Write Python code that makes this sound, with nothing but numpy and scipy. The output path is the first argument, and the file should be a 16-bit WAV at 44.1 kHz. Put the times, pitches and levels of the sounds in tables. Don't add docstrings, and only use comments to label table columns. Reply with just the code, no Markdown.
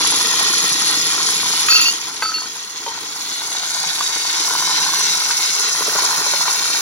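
import sys
import numpy as np
from scipy import signal
from scipy.fft import rfft, irfft, next_fast_len
from scipy.io import wavfile
from scipy.ndimage import uniform_filter1d, map_coordinates

SR = 44100
rng = np.random.default_rng(int(sys.argv[2]) if len(sys.argv) > 2 else 0)


def waveform_to_disk(signal):
    frames = np.transpose(np.atleast_2d(signal))
    scaled = np.clip(frames, -1, 1) * 32767
    samples = np.round(scaled).astype(np.int16)
    wavfile.write(sys.argv[1], SR, samples)


def decibels_to_gain(level_db):
    exponent = np.asarray(level_db, float) / 20
    return 10 ** exponent


N = 300301
T = np.arange(N) / SR
SIZE = next_fast_len(N, True)
F = np.maximum(np.fft.rfftfreq(SIZE, 1 / SR), 1)
SHAFT_HZ, GEAR_RATIO = 166.85, 12


def at_time(table):
    return np.interp(T, *np.transpose(table))


def along(table):
    hz, value = np.transpose(table)
    return np.interp(np.log(F), np.log(np.maximum(hz, 1)), value)


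def walk(rate_hz):
    k = int(SR / rate_hz)
    steps = np.repeat(rng.standard_normal(N // k + 1), k)
    w = uniform_filter1d(uniform_filter1d(steps, k), k)[:N]
    return w / w.std()


def unit_rms(x):
    return x / np.sqrt(np.mean(x ** 2))


def held(start_s, hold_s, attack_s, release_s):
    rise = np.clip((T - start_s) / attack_s, 0, 1)
    return rise * np.exp(-np.maximum(T - start_s - attack_s - hold_s, 0) / release_s)


def at_ports(phase, lead_rad):
    return np.sin(phase - np.array([[0], [lead_rad]])) / max(abs(np.cos(lead_rad / 2)), .6)


# pitch_hz, lead_rad
PORT_LEAD = [(0, 0.31), (1810, 0.96), (2150, 1.14), (3450, 7.99), (4820, 8.66), (6500, 15), (10900, 24.23),
             (15500, 22.8)]
# pitch_hz, likeness (0-1)
PORT_LIKENESS = [(60, .92), (150, .96), (400, .92), (1000, .72), (2500, .56), (6000, .58), (12000, .42)]
# pitch_hz, level_db
PORT_BALANCE = [(125, -1.5), (300, 1.5), (600, 0), (1200, 0.1), (4000, 0.5), (9000, 0)]


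def ports(force):
    same, other = rfft(force * rng.standard_normal((2, N)), SIZE, axis=1)
    alike = np.clip(along(PORT_LIKENESS), 0, 1)
    lead_rad = np.interp(F, *np.transpose(PORT_LEAD))
    right = (alike * same + np.sqrt(1 - alike ** 2) * other) * np.exp(-1j * lead_rad)
    balance = decibels_to_gain(along(PORT_BALANCE) * np.array([[.5], [-.5]]))
    mono_loss = np.sqrt((1 + 1.33 * alike * np.cos(lead_rad)) / 2)
    return np.array([same, right]) * balance / mono_loss


# pitch_hz, width_hz, level_db
COLOUR_HOLLOWS = [(1660, 26, -15), (2565, 245, -5.5)]


def colour(bed, peaks):
    power = decibels_to_gain(2 * (along(bed) - 1.85))
    for hz, width_hz, db in peaks:
        power = power + decibels_to_gain(2 * db) / (1 + (2 * (F - hz) / max(width_hz, hz / 28)) ** 2) ** 2
    hollow_db = sum(db / (1 + (2 * (F - hz) / width_hz) ** 2) for hz, width_hz, db in COLOUR_HOLLOWS)
    power = power * decibels_to_gain(2 * hollow_db)
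    cepstrum = irfft(np.log(power) / 2, SIZE)
    cepstrum[1:SIZE // 2] *= 2
    cepstrum[SIZE // 2:] = 0
    return np.exp(rfft(cepstrum))


def rattle(rate_hz, scatter_db, decay_ms):
    sizes = decibels_to_gain(scatter_db * np.clip(rng.standard_normal(N), -2, 2))
    hits = (rng.random(N) < rate_hz / SR) * sizes
    return unit_rms(signal.lfilter([1], [1, -np.exp(-1000 / (decay_ms * SR))], hits))


def shaking_forces(shaft):
    beater = shaft / GEAR_RATIO
    blades = 1 + 0.028 * np.cos(beater) + 0.088 * np.cos(2 * beater + 1) + 0.044 * np.cos(4 * beater + 2)
    load_db = 0.35 * walk(12)
    batter = (0.74 + 0.32 * rattle(120, 5.2, 5.4)) * blades
    beating = (0.41 + 0.42 * rattle(220, 1.9, 6.6)) * blades * decibels_to_gain(load_db)
    gears_low = (.5 + .5 * rattle(400, 2.9, 6.2)) * (1 + 0.18 * np.cos(shaft))
    gears_low = gears_low * decibels_to_gain(load_db + 0.5 * walk(20))
    gears_high = (.5 + .5 * rattle(420, 3.0, 3.9)) * (1 + 0.2 * np.cos(shaft))
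    gears_high = gears_high * decibels_to_gain(load_db + 0.14 * walk(11))
    brushes_low = (0.5 + 0.63 * rattle(300, 4.0, 2.2)) * (1 + 0.072 * np.cos(shaft + 1))
    brushes_low = brushes_low * decibels_to_gain(0.13 * load_db + 1.22 * walk(22.07))
    brushes_high = (1 + 0.18 * np.cos(shaft + 2)) * decibels_to_gain(.5 * load_db + 1.5 * walk(18))
    return [batter, beating, gears_low, gears_high, brushes_low, brushes_high]


POSE_S = [
    1.6,
    3.0,
    3.8,
    4.7,
    6.2,
]
BAND_EDGES_HZ = [620, 1720, 4750, 7900, 11600]
# pitch_hz, width_hz, level_db
ALONE = [(310, 51, -4.5), (1020, 165, 0), (1350, 29, -8), (1883, 23, 0.5), (2415, 44, -4.5),
         (3340, 570, -1.5), (3660, 48, -3), (4200, 280, -2.5), (5370, 82, 1), (5880, 310, 2.5),
         (6620, 400, -3), (10580, 530, -5), (10960, 370, -2)]
# pitch_hz, width_hz, level_db
SETTLED = [(319, 40, -12), (1037, 190, -3), (1913, 28, 0.5), (3300, 280, 1), (3780, 43, 0),
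           (4190, 180, 1.5), (4610, 79, -3), (5420, 110, 3), (5850, 290, 4.5), (6560, 380, 1),
           (10640, 1100, -6.5)]
# pitch_hz, width_hz, level_db
TOUCHED = [(1010, 420, -3), (1486, 210, -2.5), (3410, 23, -0.5), (3800, 160, -0.5), (4600, 120, -2.5),
           (5500, 69, -3), (5730, 64, -3), (6370, 370, -2), (10670, 1000, -5)]
# pitch_hz, width_hz, level_db
GRIPPED = [(1020, 200, 7), (1420, 310, 3.5), (1828, 77, 0), (2034, 39, -2), (2743, 79, -4.5),
           (3100, 20, -3), (3160, 49, -15), (3880, 76, -4), (4160, 93, -0.5), (4530, 53, -7),
           (5640, 430, 3), (6000, 200, 2), (10600, 1000, -4)]
# pitch_hz, width_hz, level_db
TURNED = [(415, 68, -1.5), (1010, 255, 2), (1474, 270, -3), (1916, 45, -5), (2290, 110, -5.5),
          (2700, 53, -9), (3200, 82, -8), (3690, 69, -4.5), (4200, 410, -3), (5500, 300, 2.5),
          (5950, 200, -5), (6400, 830, -5), (10600, 1300, -4.5)]
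# pitch_hz, width_hz, level_db
BOWL = [(325.6, 69, -2.5), (430.4, 71, -2.5), (960, 35, -30)]
# pitch_hz, level_db (per Hz)
BEDS = [
    [(25, -34), (250, -7), (604, -18.5), (1010, -5.5), (2660, -7), (5820, -4), (8970, -16.5),
     (15800, -24.5)],
    [(25, -36), (307, -6), (542, -25), (929, -13.5), (2590, -4.5), (6490, -7.5), (7420, -10), (15800, -18)],
    [(25, -55), (161, -9.5), (473, -15), (955, -4), (2730, -11), (5500, -10), (7830, -11), (15800, -21)],
    [(25, -54), (161, -15), (542, -20), (981, 6), (1680, -12), (6000, -3), (8200, -9), (15800, -17)],
    [(25, -53), (165, -8), (672, -12.5), (1220, -7.5), (2890, -10.5), (5520, -8), (8270, -12.5),
     (15800, -17.5)],
]


def housing(shaft, heard_db):
    below = [0, *(1 / (1 + (F / hz) ** 12) for hz in BAND_EDGES_HZ), 1]
    level_bands_hz = [(120, 600), (650, 1700), (4800, 6600), (9000, 13000)]
    part_of_force = [0, 1, 2, 2, 3, 3]
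    shares = [np.interp(T, POSE_S, row) for row in np.eye(len(POSE_S))]
    modes_by_pose = [ALONE, SETTLED, TOUCHED, GRIPPED, TURNED]
    poses = [colour(bed, [*modes, *BOWL]) for bed, modes in zip(BEDS, modes_by_pose)]
    out = np.zeros((2, N))
    for k, force in enumerate(shaking_forces(shaft)):
        part = part_of_force[k]
        lo_hz, hi_hz = level_bands_hz[part]
        in_band = (F > lo_hz) & (F < hi_hz)
        wave = ports(unit_rms(force)) * np.sqrt(below[k + 1] - below[k])
        gain = decibels_to_gain(heard_db[part] + 1.5)
        for share, pose in zip(shares, poses):
            shell = irfft((wave * pose).astype(np.complex64), SIZE)[:, :N]
            out += gain * share * shell / np.sqrt(np.sum(abs(pose[in_band]) ** 2) * 2 / SIZE)
    return out


def wander(x):
    echo_ms, sway_ms, echo_db = 1.403, .12, -8
    place = np.arange(N) + np.cumsum(.005 * walk(14))
    slid = np.array([map_coordinates(c, [place], order=2, mode="mirror") for c in x])
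    lag = (echo_ms + sway_ms * np.array([walk(3), walk(3)])) * SR / 1000
    echo = np.array([np.interp(np.arange(N) - d, np.arange(N), c) for c, d in zip(slid, lag)])
    return (slid + decibels_to_gain(echo_db) * echo) / np.sqrt(1 + decibels_to_gain(2 * echo_db))


# start_s, hold_s, level_db
LEANS = [
    (0, 1.55, -48),
    (3.7, .14, -44),
    (4.46, .62, -49),
    (5.85, .7, -55),
]


def counter_hum(shaft, gain_db):
    ease_s, loose_db = .08, -60
    lean = decibels_to_gain(loose_db) + sum(decibels_to_gain(db) * held(s, hold_s, ease_s, ease_s / 2) for s, hold_s, db in LEANS)
    level = lean * decibels_to_gain(gain_db + 2 * walk(14)) * (1 + .6 * np.cos(shaft / GEAR_RATIO))
    return level * at_ports(shaft + 1.0 * walk(16), 0)


# order (x shaft), then level_db under the gears in each of the five poses
WHINE = [(11, -49, -26, -10.5, -27, -15.5), (12.7, -41, -33, -12, -10.5, -20),
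         (20.6, -36, -34, -26, -43, -15.5), (21, -23, -28, -42, -8.5, -25), (22, -27, -29, -33, -37, -28),
         (22.9, -9, -33, -25, -7, -10.5), (25, -26, -10, -2, -47, -9), (26, -6, -24, -15, -8, -23),
         (28, -39, -31, -31, -31, -30), (33.44, -37, -34, -12, -7, -27), (35.6, -26, -26, -27, -7, -3),
         (36.5, -35, -27, -10, -5.5, -16)]


def whine(shaft, gears_db):
    slip_rad, flicker_db = .11, 3.5
    out = np.zeros((2, N))
    for order, *pose_db in WHINE:
        db = gears_db - 1 + np.interp(T, POSE_S, pose_db) + flicker_db * walk(20)
        lead_rad = np.interp(order * SHAFT_HZ, *np.transpose(PORT_LEAD))
        out += decibels_to_gain(db) * at_ports(round(order) * (shaft + slip_rad * walk(20)), lead_rad)
    return out


# start_s, level_db
PHONE_GAIN = [(0, -0.5), (1.72, -2), (1.86, -3), (1.98, -8.5), (2.14, -11), (2.68, -13), (2.9, -12),
              (3.35, -8), (4.05, -4), (4.85, 0), (5.4, -1), (6.3, -1), (6.81, -1.5)]
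# start_s, level_db
CHURN = [(0, 2.5), (0.35, 3), (1.15, 1.5), (1.7, 1), (2.2, 3.5), (2.65, 1), (2.95, 3), (3.35, 1), (3.7, 2),
         (4.2, 0), (4.7, 1.5), (5.0, -1), (5.73, -0.5), (6.0, 3.5), (6.3, 0.5), (6.47, 1.5), (6.81, 0)]
# batter_db, beaters_db, brushes_db
PARTS_BY_POSE = [
    (-11, -6.5, -3),
    (-10, -4, -8.5),
    (-16, -6, -6),
    (-14, -6, -9.5),
    (-15, -4.5, -7),
]


def mixer():
    gears_db = -24.5
    gain_db, churn_db = at_time(PHONE_GAIN), at_time(CHURN)
    batter_db, beaters_db, brushes_db = (np.interp(T, POSE_S, db) for db in np.transpose(PARTS_BY_POSE))
    parts_db = np.array([batter_db + churn_db, beaters_db + churn_db, 0 * T, brushes_db])
    heard_db = gears_db + gain_db + parts_db
    shaft = 2 * np.pi * np.cumsum(SHAFT_HZ * (1 + 0.000436 * walk(2))) / SR
    return wander(housing(shaft, heard_db)) + counter_hum(shaft, gain_db) + whine(shaft, heard_db[2])


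def add(out, start_s, hz, db, t60_s, gripped_s=.3):
    i = int(start_s * SR)
    t = np.arange(min(int(min(t60_s, .3) * SR), N - i)) / SR
    fade = np.exp(-np.log(1000) * (t / t60_s + np.maximum(t - gripped_s, 0) / 0.1))
    fade = fade * np.minimum(t / 0.00093, 1)
    out[:, i:i + len(t)] += decibels_to_gain(db) * fade * at_ports(2 * np.pi * hz * t, .7)


def knock(blows, partner_db=-5):
    out = np.zeros((2, N))
    for start_s, db, hz in blows:
        add(out, start_s, hz, db, .022)
        add(out, start_s, 1450 if hz < 1200 else 980, db + partner_db, .018)
    return out


def turns(runs):
    graze_db, fade_db_per_turn = -3, -2.5
    for start_s, count, db, hz in runs:
        count = round(count)
        for k in range(count):
            if count == 1:
                step_db = 0
            elif k == 0:
                step_db = graze_db
            else:
                step_db = fade_db_per_turn * (k - 1)
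            yield start_s + k * GEAR_RATIO / SHAFT_HZ, db + step_db, hz


# start_s, turns, level_db (peak), pitch_hz
KNOCK_RUNS = [(0.192, 1, -19, 950), (0.208, 1, -14, 1010), (0.337, 1, -14, 942), (0.464, 2, -11.5, 1400),
              (0.624, 1, -16, 1000), (1.129, 2, -13.5, 1090), (1.148, 1, -14, 1130), (1.178, 1, -15, 1340),
              (1.287, 1, -13.5, 1070), (1.431, 1, -13, 1080), (1.536, 1, -16, 1230), (2.976, 1, -19, 947),
              (3.418, 1, -19, 940), (3.55, 1, -17, 920), (3.766, 2, -14, 970), (4.008, 1, -7, 1150),
              (4.163, 1, -18.5, 1470), (4.251, 1, -14, 990), (4.479, 4, -9, 1020), (4.508, 1, -12.5, 980),
              (4.603, 2, -14.5, 1060), (4.864, 3, -8, 1040), (4.89, 1, -11, 1070), (5.149, 3, -15, 1300),
              (5.306, 1, -10.5, 1540), (5.749, 2, -12, 1020), (5.988, 1, -12.5, 1000),
              (6.177, 1, -14, 1360), (6.264, 3, -7.5, 970), (6.48, 1, -9, 1020), (6.622, 1, -14, 1030),
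              (6.655, 1, -13.5, 1360)]
# start_s, level_db (peak), pitch_hz
TAPS = [(.008, -12, 1020), (.031, -19, 1360), (0.047, -12, 1030), (.122, -17, 1000), (0.138, -15, 960),
        (.41, -15, 835), (0.481, -19, 860), (1.199, -32, 1060), (1.504, -20, 1090), (1.647, -18, 1020),
        (3.203, -23, 1040), (3.915, -32, 1130), (4.536, -13, 1010), (5.637, -16, 1450), (5.796, -18, 1400),
        (5.894, -13, 1540), (6.052, -18, 1400), (6.108, -19, 1470), (6.131, -27, 1500), (6.245, -17, 1450),
        (6.552, -16, 1020), (6.748, -13.5, 1500)]
# start_s, turns, level_db (peak), pitch_hz
SLAP_RUNS = [(3.504, 2, -25, 306), (4.402, 1, -24.5, 339), (5.808, 4, -16, 450), (6.189, 1, -23, 323),
             (5.882, 2, -19, 640), (6.265, 2, -19, 610), (5.886, 1, -24, 300), (6.098, 1, -24, 330),
             (6.478, 1, -29, 432)]


def beaters():
    out = knock([*turns(KNOCK_RUNS), *TAPS])
    for start_s, db, hz in turns(SLAP_RUNS):
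        for ratio, under_db in [(0.933, 0.5), (1.34, -20.0), (0.656, -4.5)]:
            add(out, start_s, hz * ratio, db + under_db, .03)
    return out


# pitch_hz, family (row of RUBS), level_db
GLASS = [(1297, 0, -1), (1350, 0, -6), (2643, 1, -2), (2765, 2, -1), (4420, 3, -2), (4613, 3, -4),
         (4290, 3, -14), (5685, 4, 1.5), (6923, 5, 0), (9550, 5, -14), (12400, 5, -13), (14000, 5, -17),
         (14700, 5, -15)]
# start_s, level_db, hold_s
RUBS = [
    [(1.684, -16, 0.0088), (1.723, -28, 0.039), (1.766, -23.5, 0.049), (1.845, -39, 0.013)],
    [(1.684, -17.5, 0.014), (1.716, -16, 0.033), (1.765, -19, 0.026), (1.803, -23.5, 0.06)],
    [(1.757, -11.5, 0.0094), (1.8, -22, .015), (1.853, -17.5, 0.04)],
    [(1.686, -23, .012), (1.703, -12, 0.053), (1.764, -20, 0.035), (1.812, -19, 0.018), (1.83, -29, 0.028),
     (1.858, -16.5, 0.036)],
    [(1.71, -18, 0.01), (1.745, -24, 0.057), (1.85, -27, 0.032)],
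    [(1.684, -20, 0.022), (1.731, -22, 0.03), (1.808, -16.5, 0.016), (1.875, -22.5, 0.0092)],
]


def chatter():
    attack_s, release_db_per_s = .0015, 600
    tilt_s, tilt_bend = (1.865, 1.915), .035
    release_s = 20 / np.log(10) / release_db_per_s
    family = [sum(decibels_to_gain(db) * held(s, hold_s, attack_s, release_s) for s, db, hold_s in rubs) for rubs in RUBS]
    on = slice(int(RUBS[0][0][0] * SR), int((RUBS[-1][-1][0] + .15) * SR))
    bend = tilt_bend * np.interp(T[on], tilt_s, [0, 1]) ** 2
    out = np.zeros((2, N))
    for hz, k, db in GLASS:
        shake = family[int(k)][on] * decibels_to_gain(db - 2.0 + 3 * walk(330)[on])
        phase = 2 * np.pi * hz * np.cumsum(1 + (k == 2) * bend) / SR
        out[:, on] += shake * at_ports(phase + .8 * walk(75)[on], 2.0)
    return out


# start_s, level_db (peak), pitch_hz
CRACKS = [
    (1.6845, 0, 2600),
    (2.2213, -5, 2100),
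    (2.2237, -8, 2100),
    (2.2285, -12, 2300),
    (2.251, -18, 1800),
    (2.8625, -15, 2600),
]


def cracks():
    out = np.zeros((2, N))
    for start_s, db, hz in CRACKS:
        for spread, late in zip(decibels_to_gain(np.linspace(-7, 17, 12)), rng.random(12)):
            slope_db = -7.6 * np.log2(max(spread, 1))
            add(out, start_s + 0.00091 * late, hz * spread, db - 12.5 + slope_db, .025)
    return out


# start_s, level_db (peak), pitch_hz
BUMPS = [(1.723, -11, 1550), (1.749, -10, 1420), (1.796, -16, 1360), (1.845, -16.5, 1090),
         (1.883, -15.5, 1360), (2.318, -16, 1500), (2.383, -19, 1490), (2.419, -20, 1010),
         (2.458, -21, 1450), (2.561, -21, 1010)]
# start_s, pitch_hz, level_db (peak), t60_s,
# gripped_s (clock time)
RINGS = [(2.222, 872, -30, .2, 2.4), (2.222, 520, -27, .05, 2.3), (2.222, 660, -26, .04, 2.3),
         (2.863, 800, -27, .05, 2.9), (2.878, 1040, -27, .05, 2.9), (2.228, 1292, -22.5, .75, 2.45),
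         (2.222, 1545, -17, .07, 2.48), (2.232, 1340, -25, .35, 2.4), (2.256, 1325, -20, .08, 2.45),
         (2.29, 1315, -24, .08, 2.45), (2.322, 1390, -28, .08, 2.45), (2.25, 1540, -30, .12, 2.3),
         (2.222, 1044, -24, .07, 2.3), (2.249, 1990, -26, .04, 2.3), (2.222, 2020, -24, .04, 2.3),
         (2.222, 2643, -35, .7, 2.31), (2.223, 6923, -27, .08, 2.3), (2.223, 9500, -33, .1, 2.3),
         (2.229, 14700, -34, .05, 2.3), (2.224, 12400, -37, .05, 2.3), (2.224, 4414, -28, 3., 2.3),
         (2.224, 4613, -21.5, 3., 2.3), (2.338, 4414, -22, .4, 2.48), (2.3414, 4414, -21, .4, 2.48),
         (2.34, 2755, -24.5, .22, 2.45), (2.342, 4613, -32, .3, 2.47), (2.863, 926, -19.5, .08, 2.92),
         (2.877, 926, -20.5, .08, 2.92), (2.898, 930, -26, .3, 2.918), (2.89, 3150, -31, .15, 2.93),
         (2.875, 450, -27, .06, 2.95), (2.863, 3149, -27, .08, 2.9), (2.863, 560, -29, .08, 2.95)]


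def glass():
    out = knock(BUMPS, partner_db=-6) + chatter() + cracks()
    for start_s, hz, db, t60_s, gripped_s in RINGS:
        add(out, start_s, hz, db, t60_s, gripped_s - start_s)
    return out


def kitchen(x, t60_s=.2, wet_db=-18):
    t = np.arange(int(.3 * SR)) / SR
    tail = rng.standard_normal((2, len(t))) * np.exp(-np.log(1000) * t / t60_s) * (t > .003)
    tail *= decibels_to_gain(wet_db) / np.sqrt(np.sum(tail ** 2, axis=1, keepdims=True))
    return x + signal.fftconvolve(x, tail, axes=1)[:, :N]


def scene():
    no_bass = signal.butter(3, 330, "high", fs=SR, output="sos")
    return mixer() + kitchen(signal.sosfilt(no_bass, beaters() + glass()))


def roll_off(x):
    return signal.sosfilt(signal.butter(12, 16830, fs=SR, output="sos"), x)


DUCKED_HZ = [7600, 9300]
# start_s, level_db
TREBLE_DUCK = [(1.682, 0), (1.69, -30), (1.755, -30), (1.77, -9), (1.82, -9), (1.83, -30), (1.855, -30),
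               (1.87, -8), (1.91, 0)]


def record(dry):
    loud = np.tanh(dry)
    band = signal.butter(6, DUCKED_HZ, "band", fs=SR, output="sos")
    weak = signal.sosfiltfilt(band, loud)
    ducked = loud - (1 - decibels_to_gain(at_time(TREBLE_DUCK))) * weak
    top_cut = signal.ellip(10, .2, 80, 15950, fs=SR, output="sos")
    return roll_off(signal.sosfilt(top_cut, ducked))


dry = scene()
out = record(dry)
waveform_to_disk(out)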